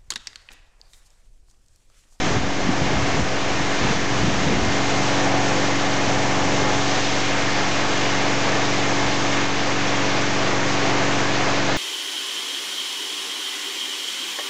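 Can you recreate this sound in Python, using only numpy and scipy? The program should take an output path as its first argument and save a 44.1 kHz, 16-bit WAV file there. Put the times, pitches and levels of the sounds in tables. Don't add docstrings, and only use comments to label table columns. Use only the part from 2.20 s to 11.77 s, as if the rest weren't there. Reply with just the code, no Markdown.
import sys
import numpy as np
from scipy import signal
from scipy.fft import rfft, irfft, next_fast_len
from scipy.io import wavfile
from scipy.ndimage import uniform_filter1d

SR = 44100
rng = np.random.default_rng(int(sys.argv[2]) if len(sys.argv) > 2 else 0)


def master_out(mix):
    frames = np.transpose(np.atleast_2d(mix))
    ceiling = np.clip(frames, -1, 1)
    pcm = np.round(ceiling * 32767).astype(np.int16)
    wavfile.write(sys.argv[1], SR, pcm)


def convert_level_to_amplitude(level_db):
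    exponent = np.asarray(level_db, float) / 20
    return 10 ** exponent


N = 422037

# (time [s], full firing cycles per second [Hz])
ENGINE_SPEED = [(0.0, 23.316), (1.5, 23.399), (3.0, 23.432), (4.5, 23.469), (6.0, 23.515), (7.5, 23.556),
                (8.5, 23.58), (9.57, 23.61)]
# (multiple of the cycle rate [1], level [dB])
ENGINE_ORDERS = [(3, -16.5), (4, -23), (5, -2.5), (6, -10.5), (7, -16), (8, -5), (9, -12), (10, -15.5),
                 (11, -20), (12, 0.5), (13, -12.5), (14, -5.0), (15, -12.5), (16, -8.5), (17, -16.5),
                 (18, -8.5), (20, -14), (22, -6.5), (23, -14.5), (25, -14.5), (26, -16), (27, -11.5),
                 (28, -9.5), (29, -16), (30, -14), (32, -10), (36, -10), (40, -14.5), (42, -15.5),
                 (48, -12)]
# (frequency [Hz], level [dB])
ROAR_COLOUR = [(25, -24), (60, -26), (130, -17), (250, -7.5), (400, -2.5), (700, 0), (950, -3),
               (1300, -7.5), (2000, -16)]
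# (frequency [Hz], width [Hz], share added [1])
GROUND_ECHO = [
    (556, 60, -0.28),
    (680, 120, 0.033),
    (810, 50, -.2),
]
# (time [s], facing [dB], panel [dB])
FACING = [(0, -2, 7), (0.6, -0.5, 1), (1.1, -2, 7), (1.6, -1, 0.5), (2.1, -1.5, 3.5), (2.7, 0.5, 7),
          (3.15, 3, 10.5), (3.55, 0.5, -0.5), (4.1, 1.5, 8), (4.5, 2.5, 4.5), (4.85, -1, 4.5),
          (5.6, -1, 3.5), (6.15, 0.3, 2), (6.6, 0, 1), (7.3, -0.5, 1), (8.0, 0, 1), (8.8, 0.5, -3),
          (9.57, -1.5, -5)]
# (multiple of the cycle rate [1], level under the mesh [dB])
GEAR_ORDERS = [(68, -8), (74, -11), (78, -4.5), (88, -9), (90, -1), (92, -8), (94, -9)]
# (frequency [Hz], level [dB])
SPLASH_COLOUR = [(500, -22), (900, -8), (1150, 1), (1400, -2), (1800, -1), (2200, -2.5), (2800, -7.5),
                 (3600, -20)]
SPRAY_COLOUR = [(1400, -14.5), (2200, -4.5), (2800, -1), (3500, -1), (4400, -4.5), (5600, -11),
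                (7000, -20.5)]
HISS_COLOUR = [(2800, -18.5), (3500, -10.5), (4400, -8), (5600, 2.5), (7000, -0.5), (9500, 1.5)]
# (time [s], share landing on the pond [dB], breakup into fine spray [dB])
AIM = [(0, 0, -1), (0.5, -1, -1.5), (1.35, 1, 0), (1.68, 3, 2), (1.85, 0.5, 0.5), (2.45, 0.5, 0.5),
       (2.7, 0.5, 1.5), (4.0, 0, 1), (4.45, 0.7, 2), (4.65, -0.5, 3), (4.95, 2, 3.5), (5.15, 2, 1),
       (5.75, 1.5, 2), (6.3, 2, 1.5), (7.0, -0.5, 1.3), (7.17, 2, 2), (8.6, 1.5, 1), (9.57, 0.5, 1)]
# (start [s], length [s], rumble level [dB])
GUSTS = [(0.0, 2.8, -43), (4.5, 1.1, -49.5), (0.0, 0.3, -34), (0.36, 0.19, -39.5), (0.622, 0.27, -36),
         (0.94, 0.1, -33), (1.3, 0.16, -42), (1.576, 0.26, -38), (1.962, 0.22, -33.5), (2.188, 0.33, -32.5),
         (2.65, 0.7, -46), (3.866, 0.78, -41), (5.1, 0.2, -47), (5.55, 0.27, -48), (6.82, 0.12, -39),
         (7.3, 0.17, -54), (7.8, 0.25, -47), (8.16, 0.4, -48)]
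# (time [s], peak level [dB], pitch [Hz])
PUFFS = [(0.07, -19.5, 156), (0.119, -24.5, 168), (0.171, -14.5, 130), (0.445, -32, 200), (0.492, -10, 257),
         (0.619, -16.5, 143), (0.669, -22, 156), (0.74, -20, 123), (0.83, -21.5, 121), (0.86, -28, 163),
         (0.945, -24.5, 110), (0.981, -16.5, 150), (0.996, -22.5, 130), (1.405, -22, 157),
         (1.651, -20, 183), (1.71, -22.5, 164), (1.767, -24, 149), (1.924, -23, 131), (1.967, -26.5, 107),
         (2.023, -24, 127), (2.049, -15, 163), (2.132, -25, 161), (2.219, -20, 163), (2.271, -14.5, 165),
         (2.312, -16, 197), (2.37, -17.5, 164), (2.44, -22.2, 194), (2.468, -17, 200), (2.791, -18, 191),
         (3.891, -23, 121),
         (0.474, -26, 260), (0.503, -23, 210), (0.77, -26, 54.7), (1.03, -22.5, 70), (1.629, -26.5, 65),
         (2.085, -19, 149), (2.325, -15, 350), (2.346, -33, 260), (2.49, -22, 76), (3.972, -31.5, 70),
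         (4.26, -19.5, 128), (4.41, -31, 69.6), (4.541, -34, 90), (5.22, -41, 60), (6.89, -34, 60)]
# (frequency [Hz], level [dB])
RUMBLE_COLOUR = [(20, -19), (40, -4), (60, -3), (90, -5), (120, -8.0)]
FLUTTER_COLOUR = [(80, -6.5), (120, -3), (180, -1), (260, -2), (360, -8), (500, -11), (800, -27)]
# (time [s], drop [dB], negative where the gain lifts instead)
DUCKS = [(0.17, 4), (0.5, -0.5), (1.0, 3), (1.41, 1.2), (1.72, 1), (2.06, 0.5), (2.33, 1.2), (2.48, -0.7),
         (3.5, 0.4), (3.97, 0.4), (4.43, 1), (4.79, 1), (5.439, 1), (6.03, 0.5), (6.41, 0), (6.9, 0.5),
         (7.239, 2.5), (8.0, 0.3), (8.62, -1.1), (9.24, -0.5)]
# (frequency [Hz], level [dB])
HOUSING = [(800, -0.5), (870, 1.0), (950, -1), (1300, -1.6), (1600, 0), (1780, 1.5), (1930, -1.7),
           (2100, 0.0), (2700, 0), (2900, 0.5), (3100, -0.65), (3550, 0.4), (3780, -1), (4200, 1)]
# (frequency [Hz], level [dB])
SMOOTHING = [(5000, 0.0), (6400, 1), (6900, 0), (7400, -5.5), (7900, -11), (8400, -19), (8800, -30.5),
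             (9150, -42), (9400, -88)]
EDGES_HZ = 20 * 2 ** np.arange(0, 9.1, 1 / 3)

TONE_DB, ROAR_DB, WHINE_DB = -30.5, -26, -40.5
TONE_FOLLOWS, LOW_FOLLOWS, FOLLOWS_850, ROAR_FOLLOWS, WHINE_FOLLOWS = 0.6, 0.42, 1.7, 0.56, 0.3
SPLASH_DB, SPRAY_DB, HISS_DB = -28, -31.5, -33
HISS_FOLLOWS = 0.8
SPRAY_SHADOWED = 0.5
NOZZLE_TURNS_S, NOZZLE_FADE_DB_PER_S = 5.1, 0.4
GUST_EDGE_S, CALM_DB = 0.11, -53
FLUTTER_OVER_RUMBLE_DB, CALM_FLUTTER_DB = 2.5, -38.5
SHED_DB, SHED_SHARE, SHED_S = -23.5, 0.41, 0.03
DUCK_ATTACK_S, DUCK_RECOVERY_S = 0.0096, 0.38
CONVERTER_HZ = 16000
OFFSET = -0.0704


def engine(turns):
    facing_db, panel_db = in_time(FACING)
    own_db = {32: panel_db - TONE_FOLLOWS * facing_db, 36: FOLLOWS_850 * facing_db}

    def bearing_db(order):
        return own_db.get(order, LOW_FOLLOWS * facing_db * (order < 8))

    throb_db = 1.0 * np.sin(4 * np.pi * turns) + 0.25 * np.sin(2 * np.pi * turns)
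    noise = coloured(ROAR_COLOUR, shared_db=1.02, own_db=0.65, shared_rate=7.0, own_rate=2.6)
    direct = convert_level_to_amplitude(ROAR_DB + ROAR_FOLLOWS * facing_db + throb_db) * noise
    roar = direct.copy()
    for hz, width_hz, share in GROUND_ECHO:
        roar += share * signal.lfilter(*signal.iirpeak(hz, hz / width_hz, SR), direct)
    orders = tones(turns, ENGINE_ORDERS, 0.2, 0.004, bearing_db)
    return convert_level_to_amplitude(TONE_DB + TONE_FOLLOWS * facing_db) * orders + roar


def tones(turns, orders, wobble_db, slip, bearing_db):
    out = np.zeros(N)
    for order, level_db in orders:
        phase = 2 * np.pi * (order * turns + start_turn(order)) + slip * order * drift(3.3)
        swell_db = wobble_db * np.sqrt(order) * drift(2.8)
        level = np.sqrt(2) * convert_level_to_amplitude(level_db + bearing_db(order) + swell_db)
        out += level * np.cos(phase)
    return out


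def start_turn(order):
    loose = rng.random()
    if order <= 10:
        return 0.27 * (order - 4.4) + 0.28 * (order == 8)
    if order <= 18:
        return -0.3 * (order % 2)
    return loose


def pump(turns):
    facing_db = in_time(FACING)[0]
    whine = tones(turns, GEAR_ORDERS, 0.25, 0.0042, lambda order: 0)
    return convert_level_to_amplitude(WHINE_DB + WHINE_FOLLOWS * facing_db) * whine


def water(turns):
    landing_db, breakup_db = in_time(AIM)
    aside_db = NOZZLE_FADE_DB_PER_S * np.maximum(np.arange(N) / SR - NOZZLE_TURNS_S, 0)
    ripple_db = 0.25 * np.sin(2 * np.pi * turns)
    splash = coloured(SPLASH_COLOUR, shared_db=-0.1, own_db=0.18, shared_rate=11.0, own_rate=6.5)
    splash *= convert_level_to_amplitude(SPLASH_DB + landing_db)
    spray = coloured(SPRAY_COLOUR, shared_db=0.5, own_db=0.5, shared_rate=6.0, own_rate=6.7)
    spray *= convert_level_to_amplitude(SPRAY_DB + breakup_db - SPRAY_SHADOWED * in_time(FACING)[0])
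    hiss = coloured(HISS_COLOUR, shared_db=0.4, own_db=0.5, shared_rate=9.0, own_rate=6.3)
    hiss *= convert_level_to_amplitude(HISS_DB + HISS_FOLLOWS * breakup_db - aside_db)
    return convert_level_to_amplitude(ripple_db) * (splash + spray + hiss)


def wind():
    gust = gust_level()
    rumble = coloured(RUMBLE_COLOUR, shared_db=-2.5, own_db=-0.5, shared_rate=14.0, own_rate=5.7)
    rumble = evened(rumble, seconds=0.26)
    flutter = coloured(FLUTTER_COLOUR, shared_db=2.0, own_db=0.5, shared_rate=13.0, own_rate=17.0)
    flutter = evened(flutter, seconds=0.076)
    thumps, shed_power = eddies()
    flutter_power = shed_power + (convert_level_to_amplitude(FLUTTER_OVER_RUMBLE_DB) * gust) ** 2 + convert_level_to_amplitude(2 * CALM_FLUTTER_DB)
    return thumps + (gust + convert_level_to_amplitude(CALM_DB)) * rumble + np.sqrt(flutter_power) * flutter


def gust_level():
    clock = np.arange(N) / SR
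    level = np.zeros(N)
    for start_s, length_s, db in GUSTS:
        to_edge_s = np.minimum(clock - start_s, start_s + length_s - clock)
        level += convert_level_to_amplitude(db) * np.clip(to_edge_s / GUST_EDGE_S + 0.5, 0, 1) ** 2
    return level


def eddies():
    thumps, shed_power = np.zeros(N), np.zeros(N)
    half = 3000
    t = np.arange(-half, half) / SR
    events = PUFFS
    for (s, peak_db, hz), start in zip(events, rng.uniform(0.2, 0.45, len(events))):
        at = round(s * SR)
        near = slice(at - half, at + half)
        envelope = np.exp(-(t * hz / 0.72) ** 2)
        thumps[near] += convert_level_to_amplitude(peak_db + 3.0) * envelope * np.sin(2 * np.pi * (hz * t + start))
        shed_power[near] += convert_level_to_amplitude(2 * (SHED_SHARE * peak_db + SHED_DB)) * np.exp(-(t / SHED_S) ** 2)
    return thumps, shed_power


def evened(x, seconds):
    return x / np.sqrt(uniform_filter1d(x ** 2, round(seconds * SR)) + 0.065)


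def coloured(spectrum, shared_db, own_db, shared_rate, own_rate):
    out = np.zeros(N)
    together = drift(shared_rate)
    white = rng.standard_normal((2, N))
    hz, level_db = np.transpose(spectrum)
    for k, (low, high) in enumerate(zip(EDGES_HZ, EDGES_HZ[1:])):
        if hz[0] <= np.sqrt(low * high) <= hz[-1]:
            band_filter = signal.butter(2, [low, high], "band", fs=SR, output="sos")
            band = signal.sosfilt(band_filter, white[k % 2])
            colour_db = np.interp(np.log(low * high) / 2, np.log(hz), level_db)
            out += convert_level_to_amplitude(colour_db + shared_db * together + own_db * drift(own_rate)) * band
    return rms_one(out)


def drift(rate):
    coarse = 40
    settling = 2000
    r = np.exp(-2 * np.pi * rate * coarse / SR)
    noise = rng.standard_normal(N // coarse + settling + 2)
    slow = signal.lfilter([1], [1, -2 * r, r * r], noise)[settling:]
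    return np.interp(np.arange(N) / coarse, np.arange(len(slow)), rms_one(slow))


def rms_one(x):
    return x / np.sqrt(np.mean(x ** 2) + 1e-20)


def in_time(rows):
    s, *columns = np.transpose(rows)
    return [np.interp(np.arange(N) / SR, s, column) for column in columns]


def gain_control():
    s, drop_db = np.array(DUCKS).T
    since = np.maximum(np.arange(N) / SR - s[:, None], 0)
    return convert_level_to_amplitude(-drop_db @ (np.exp(-since / DUCK_RECOVERY_S) - np.exp(-since / DUCK_ATTACK_S)))


def scene():
    turns = np.cumsum(in_time(ENGINE_SPEED)[0]) / SR
    return (gain_control() * (engine(turns) + pump(turns) + water(turns)) + wind())[None]


def top_cut(x):
    return signal.sosfilt(signal.butter(12, 9040, fs=SR, output="sos"), x)


def record(dry):
    size = next_fast_len(N)
    hz = np.arange(size // 2 + 1) * SR / size
    limited = 0.6 * np.tanh(dry / 0.6)
    housing = convert_level_to_amplitude(np.interp(hz, *np.transpose(HOUSING)))
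    passed = irfft(rfft(limited, size) * housing * (hz < CONVERTER_HZ / 2), size)
    mirrored = passed * (1 + 2 * np.cos(2 * np.pi * CONVERTER_HZ * np.arange(size) / SR))
    smoothing = convert_level_to_amplitude(np.interp(hz, *np.transpose(SMOOTHING)))
    smooth = irfft(rfft(mirrored) * smoothing, size)[:, :N]
    return top_cut(smooth + OFFSET)


dry = scene()
out = record(dry)
master_out(out)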